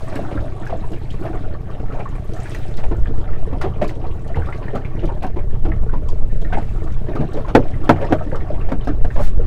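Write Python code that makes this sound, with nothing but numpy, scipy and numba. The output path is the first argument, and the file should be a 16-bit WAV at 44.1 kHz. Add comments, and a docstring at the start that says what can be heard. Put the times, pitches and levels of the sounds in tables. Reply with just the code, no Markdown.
"""A one-cylinder engine thuds slowly at idle, over rippling water and wind rumbling on a microphone.
It sits in a small wooden boat on a choppy sea. Wavelets lap at the side, trapping air that gulps
and plinks; foam fizzes, drops tick and clothing rustles twice. Later a few waves slap the planks
with a hollow thump, and the hardest slaps overload the microphone."""
import sys
import numpy as np
from scipy import signal
from scipy.fft import rfft, irfft, next_fast_len
from scipy.io import wavfile
from scipy.ndimage import uniform_filter1d
from numba import njit

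SR = 44100
rng = np.random.default_rng(int(sys.argv[2]) if len(sys.argv) > 2 else 0)


def wav_out(sig):
    """Save sig, one row per channel (or a flat mono array), as 16-bit PCM at SR to the path in sys.argv[1]."""
    wavfile.write(sys.argv[1], SR, np.round(np.clip(np.atleast_2d(sig).T, -1, 1) * 32767).astype(np.int16))


N = 417186
TIME = np.arange(N) / SR
SHORT = TIME[:SR * 2 // 5]  # 0.4 s, the room for one short sound


def undb(db):
    """Turn decibels into a number to multiply by."""
    return 10 ** (np.asarray(db) / 20)


def curve(rows):
    """A volume that glides through rows of start_s, level_db."""
    return undb(np.interp(TIME, *np.transpose(rows)))


def add(out, start_s, sound):
    """Mix a sound in at a given time."""
    i = int(np.clip(start_s * SR, 0, N))
    out[i:i + len(sound)] += sound[:N - i]


def colour(x, points):
    """Shape the bass and treble of a sound by rows of pitch_hz, level_db."""
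    size = next_fast_len(len(x))
    hz, db = np.transpose(points)
    bins_hz = np.maximum(np.arange(size // 2 + 1) * SR / size, .5)
    gain = undb(np.interp(np.log(bins_hz), np.log(hz), db))
    return irfft(rfft(x, size) * gain, size)[:len(x)]


def unit(x):
    """Scale a sound to an average strength of 1."""
    return x / np.std(x)


def burst(x):
    """Scale a sound so that its loudest 8 ms have a strength of 1."""
    return x / np.sqrt(uniform_filter1d(x * x, 350).max())


def wander(rate_hz):
    """A smooth random drift, about 1 either way."""
    hold = int(SR / rate_hz)
    steps = np.repeat(rng.standard_normal(N // hold + 1), hold)
    return unit(uniform_filter1d(steps, hold)[:N])


def fade(fade_s):
    """Die away by 60 dB in fade_s seconds."""
    return np.exp(-np.log(1000) * SHORT / fade_s)


def fade_in(rise_s):
    """Rise from silence, most of the way within rise_s seconds."""
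    return 1 - np.exp(-SHORT / rise_s)


def ring(hz, fade_s):
    """One dying tone of a struck object."""
    return np.sin(2 * np.pi * hz * SHORT) * fade(fade_s)


def reflect(x, echo_db=0.5):
    """Water and planks throw a sound back and forth for a moment."""
    echoes = (rng.standard_normal(len(SHORT)) * fade(0.13) * fade_in(0.00037))[:SR // 8]
    return x + undb(echo_db) * signal.fftconvolve(x, echoes / np.linalg.norm(echoes))[:len(x)]


def wind():
    """Swirls of air push slowly on the microphone, harder in each gust."""
    # strength of the wind: start_s, level_db
    gusts = [(0.0, -28.5), (1.42, -24), (1.66, -22.5), (2.1, -25), (2.5, -27.5), (2.98, -14), (3.16, -18.5),
             (3.86, -19), (4.78, -27), (5.12, -17.5), (5.3, -23), (5.56, -13), (5.78, -13), (7.18, -21.5),
             (7.32, -25.5), (7.46, -22), (8.58, -20.5), (8.86, -16.5), (9.44, -13)]
    # tone of its rumble: pitch_hz, level_db
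    rumble_tone = [(1, -28), (4, 1), (10, -8), (20, -11.5), (40, -21.5), (80, -27.5), (160, -45.5),
                   (400, -54.5), (2000, -99)]
    return undb(5.5) * curve(gusts) * unit(colour(rng.standard_normal(N), rumble_tone))


@njit
def bubbles(starts_s, hz, cycles, sizes, rise, samples):
    """Air bubbles ring and die away, climbing in pitch as they near the surface."""
    out = np.zeros(samples)
    for k in range(len(starts_s)):
        first, life, phase = int(starts_s[k] * SR), cycles[k] / hz[k] * SR, 0.
        for i in range(min(int(life), samples - first)):
            phase += 2 * np.pi * min(hz[k] * (1 + rise * i / life), .45 * SR) / SR
            swell = 1 - np.exp(-(phase / 4) ** 2)
            out[first + i] += sizes[k] * np.exp(-6.9 * i / life) * swell * np.sin(phase)
    return out


def patter(low_hz, high_hz, cycles, scatter_db, count):
    """Bubbles at random moments: many faint, a few strong."""
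    when, pitch, size = rng.random((count, 3)).T
    hz = low_hz * (high_hz / low_hz) ** pitch
    sizes = undb(-scatter_db * np.log(np.maximum(size, .04))) * hz
    ringing = bubbles(when * N / SR, hz, np.full(count, cycles), sizes, rise=0.098, samples=N)
    return unit(reflect(ringing))


def splashlets(count):
    """Tiny crests collapse at random, each a short puff of hiss."""
    power = np.zeros(N)
    for when, size in rng.random((count, 2)):
        add(power, when * N / SR, undb(14 * size ** 3) ** 2 * fade(.045) * fade_in(.002))
    return unit(np.sqrt(power) * rng.standard_normal(N))


def ripples():
    """Ripples burble and splash in little groups over a faint wash."""
    # ripples around the boat: start_s, level_db
    levels = [(0.0, -39.5), (0.22, -34), (0.56, -40), (0.98, -44.5), (1.25, -38), (1.65, -41), (3.2, -42.5),
              (3.62, -37.5), (4.2, -42), (4.42, -36.5), (5.5, -45.5), (6.32, -46.5), (6.92, -41.5),
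              (7.18, -38), (7.8, -39), (8.04, -31), (8.2, -42), (8.64, -37), (9.2, -48.5), (9.44, -41)]
    # tone of the water: pitch_hz, level_db
    water_tone = [(80, -20), (200, 11.5), (400, 7.5), (700, 4.5), (1000, -3), (1700, -8.5), (2600, -20),
                  (4000, -25), (7000, -39.5), (15000, -44.5)]
    groups = undb(2.1 * wander(rate_hz=12))
    burble = patter(260., 3600., cycles=20., scatter_db=2.9, count=2400)
    spatter = patter(2800., 14000., cycles=28., scatter_db=4.5, count=2200)
    lively = undb(-7) * burble + undb(-3) * spatter + undb(-12) * splashlets(count=160)
    wash = undb(-9.5) * rng.standard_normal(N)
    return undb(3.5) * curve(levels) * unit(colour(groups * lively + wash, water_tone))


def high_hiss():
    """High hiss and crackle: foam fizz, swelling twice with the rustle of clothing."""
    # strength of the hiss: start_s, level_db
    levels = [(0.0, -51.5), (0.6, -60), (1.28, -58), (1.56, -65.5), (2.3, -58), (2.46, -49.5), (3.2, -65.5),
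              (4.12, -64.5), (4.48, -60), (5.42, -71), (6.38, -63), (6.66, -55.5), (7.0, -63.5),
              (8.06, -61.5), (9.04, -65.5), (9.18, -52), (9.44, -72)]
    # tone of the hiss: pitch_hz, level_db
    hiss_tone = [(500, 14.5), (2000, 13.5), (3500, 6), (5500, 0.5), (8500, -2), (11000, -8.5), (15500, -17)]
    crackle = .95 * patter(1830., 16000., cycles=16., scatter_db=4.8, count=2200)
    hiss = unit(colour(rng.standard_normal(N) + crackle, hiss_tone))
    return undb(5.5) * curve(levels) * hiss


def engine(idle_hz=10.165, first_firing_s=.0316):
    """Firing and exhaust thud, with lighter valve taps between; every stroke clacks the metal block."""
    # strokes of one cycle, timed from the firing: delay_s, pitch_hz, fade_s, thud_db, clack_db
    strokes = [(0, 98.8, 0.028, -8, -21.5), (0.028, 122.7, 0.22, -21.5, -23.5),
               (0.056, 102.6, 0.08, -21, -26.5), (0.088, 142, 0.078, -31, -28)]
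    # tones of the engine block and mounts: pitch_hz, level_db, fade_s
    block_tones = [(175.6, 2.5, 0.089), (248.6, -14.5, 0.38), (380.5, -6, 0.093), (442.4, 3, 0.071),
                   (598, -2.5, 0.049)]
    out = np.zeros(N)
    block = np.array([undb(db) * ring(hz, fade_s) for hz, db, fade_s in block_tones])
    cycle_count = int(N / SR * idle_hz) + 1
    for delay_s, hz, fade_s, thud_db, clack_db in strokes:
        thud = -undb(thud_db) * ring(hz, fade_s) * fade_in(.002)
        for cycle, chance in enumerate(rng.standard_normal((cycle_count, len(block) + 2))):
            start_s = first_firing_s + cycle / idle_hz + delay_s + 0.00037 * chance[0]
            strength = undb(1.3 * chance[1])
            clack = -(1 + 0.89 * chance[2:]) @ block / 5
            clatter = undb(-35) * rng.standard_normal(len(SHORT)) * fade(0.14)
            add(out, start_s, strength * (thud + undb(clack_db) * (clack + clatter)))
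    return signal.sosfilt(signal.butter(1, 4500, fs=SR, output="sos"), out)  # soften the treble


def cloud(hz, octaves, spread_s, cycles, count, rise=0.074, echo_db=2.0):
    """A handful of bubbles around one pitch swells and thins out; small, high ones are fainter."""
    pitch, size, life = rng.standard_normal((count, 3)).T
    starts_s = spread_s * rng.exponential(size=(count, 2)).mean(axis=1)
    starts_s -= starts_s.min()
    swell = (.3 + starts_s / spread_s) * np.exp(-starts_s / spread_s)
    sizes = undb(2.33 * size - 8.7 * octaves * pitch) * swell
    pitches_hz = hz * 2 ** (octaves * pitch)
    ringing = bubbles(starts_s, pitches_hz, cycles * np.exp(0.23 * life), sizes, rise, len(SHORT))
    return burst(reflect(ringing, echo_db))


def plinks():
    """Small bubbles ring out, bending upward, with a tiny splash as they pinch off."""
    # small bubbles: start_s, level_db, pitch_hz
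    events = [(0.088, -38, 1900), (0.159, -26, 1720), (0.2484, -27.5, 1406), (0.374, -24.5, 1480),
              (0.666, -24.5, 1475), (0.835, -27, 955), (0.934, -37, 2800), (0.962, -38, 2220),
              (1.104, -32.5, 3430), (1.264, -31, 1720), (1.696, -32, 1100), (1.904, -32, 1320),
              (2.006, -31.5, 2160), (2.055, -23.5, 1105), (2.152, -40, 2380), (2.456, -28, 1560),
              (2.5462, -27, 1720), (2.78, -36, 2180), (3.058, -27.5, 1610), (3.072, -41, 3150),
              (3.275, -37, 2070), (3.288, -30.5, 1180), (3.331, -33.5, 1890), (3.612, -21.5, 1433),
              (3.891, -30.5, 1900), (4.343, -27.5, 1865), (4.419, -29, 1540), (4.486, -27, 1386),
              (4.525, -26, 1996), (4.618, -30, 994), (4.681, -28, 1825), (4.761, -23, 1270),
              (4.8487, -29, 2280), (4.993, -34, 2640), (5.088, -22.5, 970), (5.390, -34.5, 2330),
              (5.717, -25, 1825), (5.893, -30.5, 1420), (5.936, -24, 940), (6.086, -29, 985),
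              (6.448, -29, 1593), (6.522, -22, 1420), (7.165, -23, 1100), (7.447, -24, 1070),
              (7.489, -28, 1020), (7.736, -34, 1800), (8.21, -27.5, 1290), (8.314, -30, 1720),
              (8.347, -20, 1290), (8.404, -34, 1943), (8.609, -37, 2760), (8.809, -37, 3100),
              (8.884, -26.5, 1280), (9.104, -28, 1695), (9.165, -22, 985)]
    out = np.zeros(N)
    for start_s, db, hz in events:
        plink = cloud(hz, octaves=.075, spread_s=.003, cycles=37., count=3, rise=.14, echo_db=-4.5)
        splash = undb(-8) * cloud(hz, octaves=.5, spread_s=.011, cycles=7., count=16)
        add(out, start_s, undb(db - 6.5) * (plink + splash))
    return out


def churn(swell_s):
    """Water torn too fine to ring makes a rush that swells and dies away."""
    tone = [(400, -23), (1500, 9.5), (2500, 9.5), (5000, -8), (15000, -28)]
    rush = colour(rng.standard_normal(len(SHORT)), tone)
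    return burst(rush * SHORT * np.exp(-SHORT / swell_s))


def laps():
    """A wavelet folds over a pocket of air, which breaks into a gulp, a slosh and fine spray."""
    # wavelets at the side: start_s, level_db, pocket_pitch_hz, spray_db
    wavelets = [(0.156, -21, 298, -58), (0.188, -18.5, 640, -56), (0.31, -26, 530, -42),
                (0.348, -21, 295, -63), (0.695, -26, 696, -39.5), (0.723, -17, 693, -47.5),
                (0.919, -26, 338, -56), (1.249, -20, 638, -42.5), (1.92, -41, 571, -46),
                (1.99, -27, 587, -40), (2.787, -30, 660, -43), (2.832, -32, 727, -36),
                (2.910, -20, 339, -42.5), (3.087, -23, 309, -70), (3.526, -21.5, 274, -44),
                (3.613, -36, 684, -31.5), (3.637, -15.5, 370, -38.5), (3.661, -28, 735, -62),
                (3.814, -11, 635, -33), (4.04, -26, 748, -46.5), (4.3, -26, 619, -62),
                (4.354, -26, 464, -39), (4.37, -21, 840, -61), (4.732, -19, 445, -49),
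                (4.748, -19.5, 597, -40), (4.963, -28, 325, -61), (5.029, -15, 333, -44.5),
                (5.089, -29.5, 602, -54), (5.221, -33, 605, -36), (5.237, -18.5, 745, -42),
                (5.36, -20, 329, -44), (5.649, -21, 303, -41), (5.68, -19, 315, -50),
                (5.928, -25, 320, -45.5), (6.223, -34, 554, -76), (6.527, -19.5, 698, -31.5),
                (6.571, -14.5, 762, -41.5), (7.084, -18, 355, -43), (7.151, -22, 349, -38),
                (7.203, -18.5, 319, -40), (7.228, -25.5, 730, -62), (7.342, -22, 421, -68),
                (7.366, -20, 570, -40), (7.481, -26.5, 640, -38.5), (7.563, -4, 479, -43),
                (7.899, -8.5, 740, -48), (7.958, -29, 603, -45), (8.012, -16.5, 515, -37.5),
                (8.105, -15, 320, -40), (8.133, -15, 587, -49), (8.205, -23, 616, -53),
                (8.258, -24, 280, -57), (8.322, -18.5, 518, -48), (8.501, -17.5, 581, -70),
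                (8.687, -26.5, 716, -40), (8.717, -17, 262, -49), (8.885, -16, 295.4, -42.5),
                (9.157, -24, 533, -37.5), (9.188, -17.5, 559, -39.5), (9.389, -18.5, 507, -82)]
    out = np.zeros(N)
    for start_s, db, hz, spray_db in wavelets:
        gulp_db = db - 9.5 - 2.5 * np.log2(hz / 400)  # smaller, higher pockets gulp less
        slosh_db = db + 2 + 0.56 * (spray_db - db)  # grows with both pocket and spray
        pocket = undb(-4) * cloud(hz, .07, .007, 28., count=3, rise=.18, echo_db=-6)
        pocket += undb(-10.5) * cloud(424., .32, .015, 20.5, count=7, rise=.24)
        gulp = cloud(205., .293, .0155, 9.3, count=5)
        slosh = cloud(740., .3, .013, 17., count=12, rise=.16)
        spray = undb(1.5) * cloud(1800., .48, .021, 22., count=18, rise=.13, echo_db=-5)
        spray += undb(-3.5) * churn(swell_s=.007)
        mist = undb(-14.5) * cloud(4540., .655, .019, 22., count=26)
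        body = undb(db) * pocket + undb(gulp_db) * gulp + undb(slosh_db) * slosh
        add(out, start_s, body + undb(spray_db) * (spray + mist))
        # thrown water lands again as a second, smaller splash
        landing_s = start_s + .028 * (.5 + rng.random())
        add(out, landing_s, undb(spray_db - 17) * cloud(2516., .62, .004, 22., count=10))
    return out


def drops():
    """A falling drop ticks softly on the surface and leaves a tiny crackle."""
    # drops landing nearby: start_s, level_db
    landings = [(0.156, -23), (0.656, -36), (0.672, -30), (0.919, -31), (1.108, -32), (2.334, -30.5),
                (2.5207, -34), (2.5469, -24), (2.77, -28.5), (3.614, -23), (3.8257, -31), (3.84, -29),
                (3.878, -28.5), (3.8935, -28.5), (4.277, -35), (4.4604, -36), (4.754, -30.5),
                (5.0553, -31.5), (5.2303, -30), (5.2659, -31), (6.087, -28.5), (6.415, -31.5), (6.839, -38),
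                (6.922, -36), (7.1523, -37), (7.333, -29.5), (7.678, -38), (7.703, -39), (7.844, -35.5),
                (8.239, -39), (8.357, -30), (8.8456, -34), (8.874, -35)]
    tick_tone = [(800, -15), (3000, 0), (8000, -5), (15000, -14)]
    out = np.zeros(N)
    contact = fade(.012) * fade_in(.001)
    for start_s, db in landings:
        tick = colour(rng.standard_normal(len(SHORT)) * contact, tick_tone)
        crackle = cloud(5000., octaves=.5, spread_s=.01, cycles=30., count=12, echo_db=-4)
        add(out, start_s, undb(db - 18) * (burst(reflect(tick, echo_db=-3)) + crackle))
    return out


def heaves():
    """Big air pockets squeezed under the boat give a dull, low wobble."""
    # waves heaving underneath: start_s, level_db, pitch_hz
    swells = [(0.359, -17.5, 79.5), (4.361, -13.5, 95.4), (7.188, -14, 152), (7.732, -16.5, 139.7)]
    out = np.zeros(N)
    for start_s, db, hz in swells:
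        add(out, start_s, undb(db) * cloud(hz, octaves=.22, spread_s=.0287, cycles=4.4, count=5))
    return out


def swishes():
    """Cloth slides over cloth: a bright rustle that swells and stops."""
    # clothing brushing past: start_s, length_s, level_db
    brushes = [(2.318, 0.41, -61), (9.184, 0.13, -41.5)]
    cloth_tone = [(400, -9), (1500, 8), (5000, -2), (9000, -7), (15000, -13)]
    out = np.zeros(N)
    for start_s, length_s, db in brushes:
        swell = np.sin(np.pi * np.clip((TIME - start_s) / length_s, 0, 1))
        out += undb(db) * swell * rng.standard_normal(N)
    return unit(colour(out, cloth_tone)) * np.std(out)


def slaps(thump_hz=285, swell_s=.002):
    """A wave hits the boat flat: trapped air thumps and breaks up, planks ring and water bursts out."""
    # slaps on the planks: start_s, level_db, splash_db
    hits = [(3.8194, -19.5, -3), (7.5497, 2, -2.5), (7.8923, 2, -5), (8.1232, -6, -4), (8.718, -19.5, -1),
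            (8.8724, -17.5, -5.5), (9.046, -21.5, -3)]
    # tones of the planks: pitch_hz, level_db, fade_s
    planks = [(95.5, -7, 0.45), (150.1, -7, 0.29), (224, -2.5, 0.1), (262, 3, 0.096), (321.5, -2.5, 0.13),
              (437, -5, 0.071), (728, 2, 0.073)]
    # tone of the bursting spray: pitch_hz, level_db
    splash_tone = [(60, -6), (250, 0), (650, 7.5), (1080, -3.5), (1480, -0.5), (2500, -16.5), (4000, -24),
                   (8000, -37), (15000, -46)]
    out = np.zeros(N)
    swell = SHORT / swell_s * np.exp(1 - SHORT / swell_s)
    thump = np.sin(2 * np.pi * thump_hz * SHORT) * swell
    for start_s, db, splash_db in hits:
        # each slap lands elsewhere, and water lying on the planks shifts their tones
        weights = undb(rng.standard_normal(len(planks))) * (-1) ** np.arange(len(planks))
        shifts = 1 + .03 * rng.standard_normal(len(planks))
        tones = np.array([undb(tone_db) * ring(hz * shift, fade_s)
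                          for (hz, tone_db, fade_s), shift in zip(planks, shifts)])
        boom = undb(-1) * thump - undb(-6.5) * burst(weights @ tones)
        splash = colour(rng.standard_normal(len(SHORT)), splash_tone) * fade(0.075)
        air = cloud(680., octaves=.5, spread_s=.008, cycles=12., count=44, rise=.25, echo_db=-14)
        slap = boom + undb(-8) * air + undb(splash_db) * burst(splash)
        add(out, start_s, undb(db) * fade_in(.0007) * slap)
    return out


def scene():
    """Everything as heard from inside the boat, in the open air."""
    water = laps() + heaves() + plinks() + drops() + slaps() + ripples()
    return (water + high_hiss() + engine() + swishes() + wind())[None]


def record(dry):
    """The overloaded microphone flattens the loudest peaks; treble above 15600 Hz is cut."""
    clipped = dry / (1 + dry ** 8) ** (1 / 8)
    return signal.sosfilt(signal.ellip(8, .2, 70, 15600, fs=SR, output="sos"), clipped)


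dry = scene()
out = record(dry)
wav_out(out)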